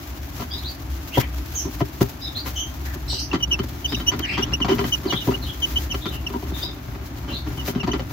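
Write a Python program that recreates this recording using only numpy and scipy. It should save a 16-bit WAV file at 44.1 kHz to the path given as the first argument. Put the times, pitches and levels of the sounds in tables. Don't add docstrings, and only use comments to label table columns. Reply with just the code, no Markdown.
import sys
import numpy as np
from scipy import signal
from scipy.fft import rfft, irfft, next_fast_len
from scipy.io import wavfile

SR = 44100
rng = np.random.default_rng(int(sys.argv[2]) if len(sys.argv) > 2 else 0)


def unload_audio(sound):
    columns = np.transpose(np.atleast_2d(sound))
    steps = np.round(np.clip(columns, -1, 1) * 32767)
    wavfile.write(sys.argv[1], SR, steps.astype(np.int16))


N = 358091
FFT_SIZE = next_fast_len(N)
BIN_HZ = np.maximum(np.arange(FFT_SIZE // 2 + 1) * SR / FFT_SIZE, 1)


def from_db(db):
    return 10 ** (np.asarray(db) / 20)


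def unit_rms(x):
    return x / np.sqrt(np.mean(x ** 2) + 1e-20)


def over_time(rows):
    times_s, *columns = np.transpose(rows)
    return [np.interp(np.arange(N) / SR, times_s, column) for column in columns]


def over_bins(points):
    hz, values = np.transpose(points)
    return np.interp(np.log(BIN_HZ), np.log(hz), values)


def colour(x, points, share=1):
    return irfft(rfft(x, FFT_SIZE) * from_db(share * over_bins(points)), FFT_SIZE)[..., :N]


def butter(x, order, hz, kind="low"):
    return signal.sosfilt(signal.butter(order, hz, kind, fs=SR, output="sos"), x)


def drift(rate_hz):
    r = np.exp(-2 * np.pi * rate_hz / SR)
    return unit_rms(signal.lfilter([1], [1, -2 * r, r * r], rng.standard_normal(N + SR))[SR:])


def ring(force, hz, t60_s):
    r, w = from_db(-60 / (t60_s * SR)), 2 * np.pi * hz / SR
    return signal.lfilter([0, np.sin(w)], [1, -2 * r * np.cos(w), r * r], force + 1e-18)


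def add(track, start_s, sound):
    i = max(round(start_s * SR), 0)
    track[..., i:i + sound.shape[-1]] += sound[..., :N - i]


def grains(per_s, spread_db):
    sizes = from_db(spread_db * np.minimum(rng.exponential(1, N), 5)) * rng.choice([-1, 1], N)
    return sizes * (rng.random(N) < per_s / SR)


def reverb(x, t60_s):
    t = np.arange(int(SR * .6)) / SR
    tail = rng.standard_normal((2, len(t))) * from_db(-60 * t / t60_s) * (t > .003)
    return signal.fftconvolve(x[None], tail / np.sqrt(np.sum(tail ** 2) / 2))[:, :N]


# frequency in Hz, left-right correlation.
CORRELATION = [(100, 0.97), (300, 0.87), (700, 0.11), (2000, 0.0064), (16000, 0.014)]


def stereo(mid, side):
    alike = over_bins(CORRELATION)
    common = np.sqrt(1 + alike) * rfft(mid, FFT_SIZE)
    opposed = np.sqrt(1 - alike) * rfft(side, FFT_SIZE) * [[1], [-1]]
    return irfft((common + opposed) / np.sqrt(2), FFT_SIZE)[:, :N]


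# frequency in Hz, gain in dB.
ROOM_SPECTRUM = [(30, -15), (95, 6.5), (125, 6.5), (204, -7.5), (303, 4), (473, -19.5), (666, -8),
                 (962, -12.5), (2150, -18.5), (5900, -30.5), (9000, -50), (12600, -57), (16000, -47)]
# time in seconds, level in dB.
RUMBLE_LEVELS = [(0.0, -32), (1.94, -32), (2.08, -39.5), (3.1, -29.5), (3.6, -32), (5.3, -34.5), (5.8, -27),
                 (6.3, -34), (8.12, -30.5)]


def background(noise_db=-37):
    mid, side = colour(rng.standard_normal((2, N)), ROOM_SPECTRUM)
    rumble = ring(rng.standard_normal(N), hz=66.1, t60_s=0.29)
    rumble = unit_rms(butter(rumble, 2, [40, 100], "band"))
    rumble_db, = over_time(RUMBLE_LEVELS)
    return from_db(noise_db) * unit_rms(stereo(mid, side)) + from_db(rumble_db) * rumble


# time in seconds, foot patter in dB, stirring of shavings in dB.
ACTIVITY = [(0.0, -51.5, -42), (2.87, -47.5, -43), (3.48, -37, -49), (3.87, -41, -40), (4.5, -35, -49),
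            (4.84, -39, -39), (7.0, -41.5, -46), (7.6, -38, -42.5), (7.82, -30.5, -51.5), (8.12, -40, -44)]
# start in seconds, peak in dB, length in seconds before clamping.
PAW_SWEEPS = [(0.31, -41.5, 0.18), (0.626, -40, 0.024), (1.122, -34, 0.13), (1.181, -29.5, 0.012),
              (1.202, -28, 0.0089), (1.203, -27.5, 0.026), (1.383, -39.5, 0.018), (1.534, -38.5, 0.048),
              (2.007, -28, 0.041), (2.444, -35.5, 0.093), (2.938, -36.5, 0.025), (3.632, -36.5, 0.028),
              (4.194, -25, 0.0096), (4.834, -39, 0.11), (5.24, -36.5, 0.077), (5.63, -37.5, 0.2),
              (5.744, -36.5, 0.23), (6.118, -39.5, 0.071), (6.523, -37.5, 0.17), (7.64, -29.5, 0.099)]
# frequency in Hz, gain in dB.
FLAKE_SPECTRUM = [(1000, 9), (2500, 7.5), (6500, 6), (8000, -2), (9000, -16.5), (11000, -1), (13000, 4),
                  (16000, 6.5)]


def shavings(stirring_db):
    level = from_db(stirring_db + 2.6 * drift(18))
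    for start_s, db, length_s in PAW_SWEEPS:
        gust = np.hanning(int(np.clip(length_s, .01, .15) * SR))
        add(level, start_s - .005, from_db(db) * gust)
    mid, side = (unit_rms(colour(grains(7000, spread_db=3.2), FLAKE_SPECTRUM)) for _ in range(2))
    return level * stereo(mid, side)


# frequency in Hz, gain in dB, T60 in seconds before clamping.
DRUM_MODES = [(178, -8, 0.054), (243.5, -6.5, 0.099), (297.2, -1.5, 0.038), (394, -7.5, 0.1),
              (551, -0.5, 0.015), (675, -2.5, 0.043), (780, 2, 0.011), (973, -2.5, 0.034),
              (1377, -3, 0.018), (1890, -10, 0.027), (3093, 0, 0.024), (4480, -8.5, 0.0078)]
BOOM_HZ, BOOM_T60_S = 123.6, 0.13


def drum(forces):
    return sum((-1) ** k * from_db(db) * ring(forces[k], hz, np.clip(t60_s, .01, .14))
               for k, (hz, db, t60_s) in enumerate(DRUM_MODES))


# frequency in Hz, gain in dB.
NOTCHED_CRACK = [(500, 10.5), (1000, 18), (2000, 9.5), (4500, 3), (7000, -4.5), (9000, -34), (13000, -16),
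                 (16000, -25)]


def patter(level_db):
    steps = grains(per_s=150 * from_db(6 * drift(12)), spread_db=2.0)
    pads = butter(steps, 3, hz=380)
    hum = unit_rms(drum([pads] * len(DRUM_MODES)))
    boom = unit_rms(ring(steps, BOOM_HZ, BOOM_T60_S))
    claws = unit_rms(colour(steps, NOTCHED_CRACK))
    return from_db(level_db) * (hum + from_db(-1.5) * boom + from_db(-6.5) * claws)


# start in seconds, body, boom and crack drive in dB,
# rattle length in seconds.
DRUM_KNOCKS = [(0.388, -23.5, -24, -28, 0.053), (1.17, -10, -7, -24, 0.017), (1.198, -36, -27, -27, 0.042),
               (1.642, -15.5, -30, -39, 0.044), (1.803, -9.5, -13.5, -23, 0.017),
               (2.004, -5, -8.5, -21, 0.026), (2.455, -27, -29, -26, 0.029),
               (2.948, -20.5, -40, -38.5, 0.019), (3.123, -23, -29, -49, 0.026),
               (3.326, -6.5, -34, -17.5, 0.039), (3.588, -13.5, -28.5, -23, 0.015),
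               (3.92, -16.5, -26, -22, 0.015), (3.997, -19, -36, -27, 0.024), (4.11, -18.5, -26, -21, 0.04),
               (4.195, -20, -40, -25, 0.019), (4.366, -11.5, -38, -20.5, 0.066),
               (4.597, -17.5, -43, -27, 0.035), (4.642, -16, -20, -18.5, 0.024),
               (4.675, -5.5, -22, -17, 0.058), (4.719, -16.5, -38, -27, 0.025),
               (4.776, -8.5, -20.5, -19.5, 0.046), (4.838, -14.5, -25, -21.5, 0.023),
               (5.044, -15.5, -23.5, -31, 0.06), (5.119, -9, -23, -19, 0.034),
               (5.267, -5.5, -14, -29, 0.032), (5.306, -13.5, -36, -26, 0.03),
               (5.941, -19, -25, -23.5, 0.015), (6.053, -15.5, -30, -22, 0.023),
               (6.294, -22.5, -36, -34, 0.033), (6.333, -19, -26.5, -37, 0.034),
               (6.424, -21, -32, -38, 0.01), (6.513, -21.5, -29.5, -50, 0.015),
               (6.627, -22, -28.5, -40.5, 0.026), (7.675, -15.5, -25, -26, 0.025),
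               (7.741, -13, -29, -30.5, 0.052), (7.829, -13, -46, -23, 0.02),
               (7.866, -11.5, -21.5, -24.5, 0.041), (7.926, -10, -35, -22, 0.036),
               (7.992, -28, -24, -27, 0.02)]
WALL_FROM_HZ, RIM_FROM_HZ = 480, 1150
BODY_LAG_S, BOOM_LAG_S = .003, .007


def knocks():
    force, boom, crack = np.zeros((len(DRUM_MODES), N)), np.zeros(N), np.zeros(N)
    mode_hz = np.array(DRUM_MODES)[:, 0]
    part = np.searchsorted([WALL_FROM_HZ, RIM_FROM_HZ], mode_hz)
    t = np.arange(SR // 10) / SR
    soft_push = np.hanning(SR // 300) / (SR // 600)
    for start_s, body_db, boom_db, crack_db, length_s in DRUM_KNOCKS:
        sizes, noise = rng.standard_normal((2, len(t)))
        swell_s = .2 * length_s
        envelope = np.minimum(t / swell_s, 1) * np.exp(-(t / np.clip(length_s, .004, .06)) ** 3)
        contacts = sizes * (np.abs(noise) > 2.6) * envelope
        contacts[int(swell_s * SR)] += 1.7
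        wall_db = 1 + crack_db + 0.97 * (boom_db - crack_db)
        scatter_db = 2.7 * sizes[-len(DRUM_MODES):]
        mode_gains = from_db(np.array([body_db, wall_db, crack_db])[part] + scatter_db)
        blow = mode_gains[:, None] * contacts / np.sqrt(np.sum(contacts ** 2))
        add(force, start_s, blow * (part > 0)[:, None])
        add(force, start_s + BODY_LAG_S, blow * (part == 0)[:, None])
        add(boom, start_s + BOOM_LAG_S, from_db(boom_db) * soft_push)
        add(crack, start_s, from_db(crack_db) * envelope * (0.2 * noise + 2.0 * contacts))
    ringing = butter(drum(force), 2, hz=5000)
    return ringing + ring(boom, BOOM_HZ, BOOM_T60_S) + colour(crack, NOTCHED_CRACK)


def whistle(start_s, length_s, first_hz, last_hz, swing_hz, arch_hz=0):
    u = np.linspace(0, 1, int(length_s * SR))
    glide_hz = first_hz + (last_hz - first_hz) * u ** .8 + arch_hz * np.sin(np.pi * u)
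    hz = glide_hz + swing_hz[int(start_s * SR):][:len(u)]
    return 2 * np.pi * np.cumsum(hz) / SR, np.sin(np.pi * u ** 0.65)


# start and length in seconds, first and last pitch in Hz, relative dB.
BIRD_CHIRPS = [(0.63, 0.068, 3320, 5020, -31.5), (1.112, 0.08, 2384, 3695, -29.5),
               (1.14, 0.096, 1924, 1893, -32.5), (1.2, 0.048, 2375, 2380, -35.5),
               (2.345, 0.066, 3460, 4790, -28), (2.847, 0.1, 1690, 1836, -40),
               (4.225, 0.052, 1610, 1905, -34.5), (3.09, 0.14, 3060, 3090, -41),
               (4.275, 0.038, 2405, 2680, -25.5), (4.328, 0.035, 2440, 2360, -33),
               (4.31, 0.14, 2910, 3680, -36), (5.067, 0.068, 4430, 3090, -32.5),
               (5.155, 0.04, 3660, 3780, -32.5), (5.12, 0.063, 3220, 3190, -33),
               (5.413, 0.057, 3970, 3940, -37), (5.449, 0.075, 3090, 3260, -36),
               (6.005, 0.1, 3560, 3830, -35.5), (6.104, 0.082, 3030, 2740, -39.5),
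               (6.51, 0.13, 4000, 3310, -40), (7.273, 0.054, 3270, 2900, -37.5),
               (7.312, 0.078, 3760, 4470, -33), (7.335, 0.06, 3590, 3730, -35)]
# start and length in seconds, first and last pitch in Hz,
# relative dB.
LOWER_VOICE = [(0.502, 0.105, 3210, 4070, -35.5), (2.208, 0.099, 3630, 3550, -34.5),
               (3.862, 0.147, 3456, 3574, -36.5), (6.612, 0.1, 3690, 3504, -34.5)]
# start and length in seconds, first pitch, last pitch and rasp swing in Hz,
# voice and lower octave in relative dB.
BIRD_CRIES = [(1.541, 0.078, 6530, 5790, 260, -28, -47.5), (2.553, 0.094, 6046, 6340, 200, -32, -29.5),
              (3.074, 0.12, 4460, 5090, 645, -29.5, -61), (3.175, 0.068, 5050, 5380, 573, -30, -59),
              (4.232, 0.19, 4220, 4765, 670, -42, -34)]
# frequency in Hz, gain in dB.
MIC_NOTCH = [(8000, 1.5), (9200, -23), (11500, -6.5)]
UPPER_GLIDE_HZ, UPPER_DB, UPPER_LENGTH_SHARE = (4670, 4880), -2.5, 0.635


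def birds():
    out = np.zeros(N)
    warble = 2.4 * np.tanh(drift(169) / 2)
    waver_hz = 55 * drift(25)
    upper_voice = [(start_s, UPPER_LENGTH_SHARE * length_s, *UPPER_GLIDE_HZ, db + UPPER_DB)
                   for start_s, length_s, *_, db in LOWER_VOICE]
    for notes, warble_hz, arch_hz in ((BIRD_CHIRPS, 158, 0), (LOWER_VOICE + upper_voice, 90, 260)):
        swing_hz = warble_hz * warble + waver_hz
        for start_s, length_s, first_hz, last_hz, db in notes:
            phase, swell = whistle(start_s, length_s, first_hz, last_hz, swing_hz, arch_hz)
            add(out, start_s, from_db(db) * np.sin(phase) * swell)
    for start_s, length_s, first_hz, last_hz, rasp_hz, db, lower_db in BIRD_CRIES:
        phase, swell = whistle(start_s, length_s, first_hz, last_hz, rasp_hz * warble)
        voice = np.sin(phase) + from_db(-10.5) * np.sin(2 * phase)
        add(out, start_s, (from_db(db) * voice + from_db(lower_db) * np.sin(phase / 2)) * swell)
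    flutter_db = 4.5 * (drift(122) - 1)
    return colour(out * from_db(flutter_db), MIC_NOTCH)


# start and length in seconds, first and last pitch in Hz, relative peak in dB,
# overtone gain in dB.
AXLE_SLIPS = [(3.313, 0.0086, 2980, 2870, -22, -24), (3.398, 0.032, 3030, 3030, -31, -30),
              (3.423, 0.023, 2930, 2930, -18.5, -4), (3.507, 0.043, 3076, 2710, -16, -9.5),
              (3.843, 0.019, 3190, 2880, -18, -11), (3.944, 0.0068, 3110, 2730, -17, -6.5),
              (4.064, 0.04, 2890, 3118, -17, -1.5), (4.221, 0.041, 3300, 2775, -25, -13.5),
              (4.421, 0.018, 2864, 2906, -17, -5), (4.528, 0.025, 2870, 2830, -17, -8),
              (4.613, 0.025, 3084, 2780, -20, -18), (4.678, 0.065, 3010, 2990, -27.5, -16),
              (4.918, 0.033, 2940, 2980, -16, -9), (5.095, 0.026, 3110, 2775, -25, -6.5),
              (5.209, 0.026, 3080, 2750, -29.5, -12), (5.336, 0.018, 2865, 2940, -20.5, -28),
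              (5.618, 0.036, 3094, 2940, -16.5, -13), (5.758, 0.025, 3020, 3070, -17, -16),
              (5.899, 0.037, 3040, 2794, -25.5, -7.5), (6.264, 0.012, 2980, 2810, -20.5, -12),
              (7.569, 0.057, 3080, 2830, -34.5, -13), (7.796, 0.026, 2794, 2800, -25, -15),
              (7.914, 0.008, 3070, 2880, -20.5, -6)]
# harmonic number, relative level in dB.
AXLE_OVERTONES = [(2, 0.5), (3, -33.5), (4, -21), (5, -25)]


def squeaks(right_lag_s=.0001):
    out, wobble_hz = np.zeros(N), 60 * drift(83)
    for start_s, length_s, first_hz, last_hz, db, overtones_db in AXLE_SLIPS:
        u = np.linspace(0, 1, int(length_s * SR))
        hz = first_hz + (last_hz - first_hz) * u + wobble_hz[int(start_s * SR):][:len(u)]
        phase = 2 * np.pi * np.cumsum(hz) / SR
        swell = np.sin(np.pi * u) ** 0.67
        overtones = sum(from_db(gain_db) * np.sin(k * phase) for k, gain_db in AXLE_OVERTONES)
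        tone = np.sin(phase) + from_db(overtones_db) * swell * overtones
        add(out, start_s, from_db(db) * tone * swell)
    left = out * from_db(2.2 * (drift(120) - .6))
    right = np.interp(np.arange(N) - right_lag_s * SR, np.arange(N), left)
    return np.array([left, right])


def scene():
    patter_db, stirring_db = over_time(ACTIVITY)
    wheel = knocks() + patter(patter_db)
    axle, song = squeaks(), birds()
    pen_echo = reverb(wheel, t60_s=0.052)
    near_wheel = stereo(wheel, pen_echo[0]) + from_db(-10) * pen_echo[1]
    near_axle = axle + reverb(axle[0], t60_s=0.035)
    far_birds = from_db(-4) * song + from_db(6) * reverb(song, t60_s=0.22)
    return near_wheel + near_axle + far_birds + shavings(stirring_db) + background()


# frequency in Hz, left minus right in dB.
PORT_BALANCE = [(60, 1), (200, 3), (380, -1), (1000, 5), (4400, 0.7), (7000, -6), (10000, 16), (16000, 6.5)]


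def record(dry, stopband_hz=16250):
    left = colour(dry[0], PORT_BALANCE, share=.5)
    right = colour(dry[1], PORT_BALANCE, share=-.5)
    ports = butter(np.array([left, right]), 6, hz=46, kind="high")
    top_cut = signal.cheby2(16, 60, stopband_hz, fs=SR, output="sos")
    return signal.sosfilt(top_cut, np.clip(ports, -1, 1))


dry = scene()
out = record(dry)
unload_audio(out)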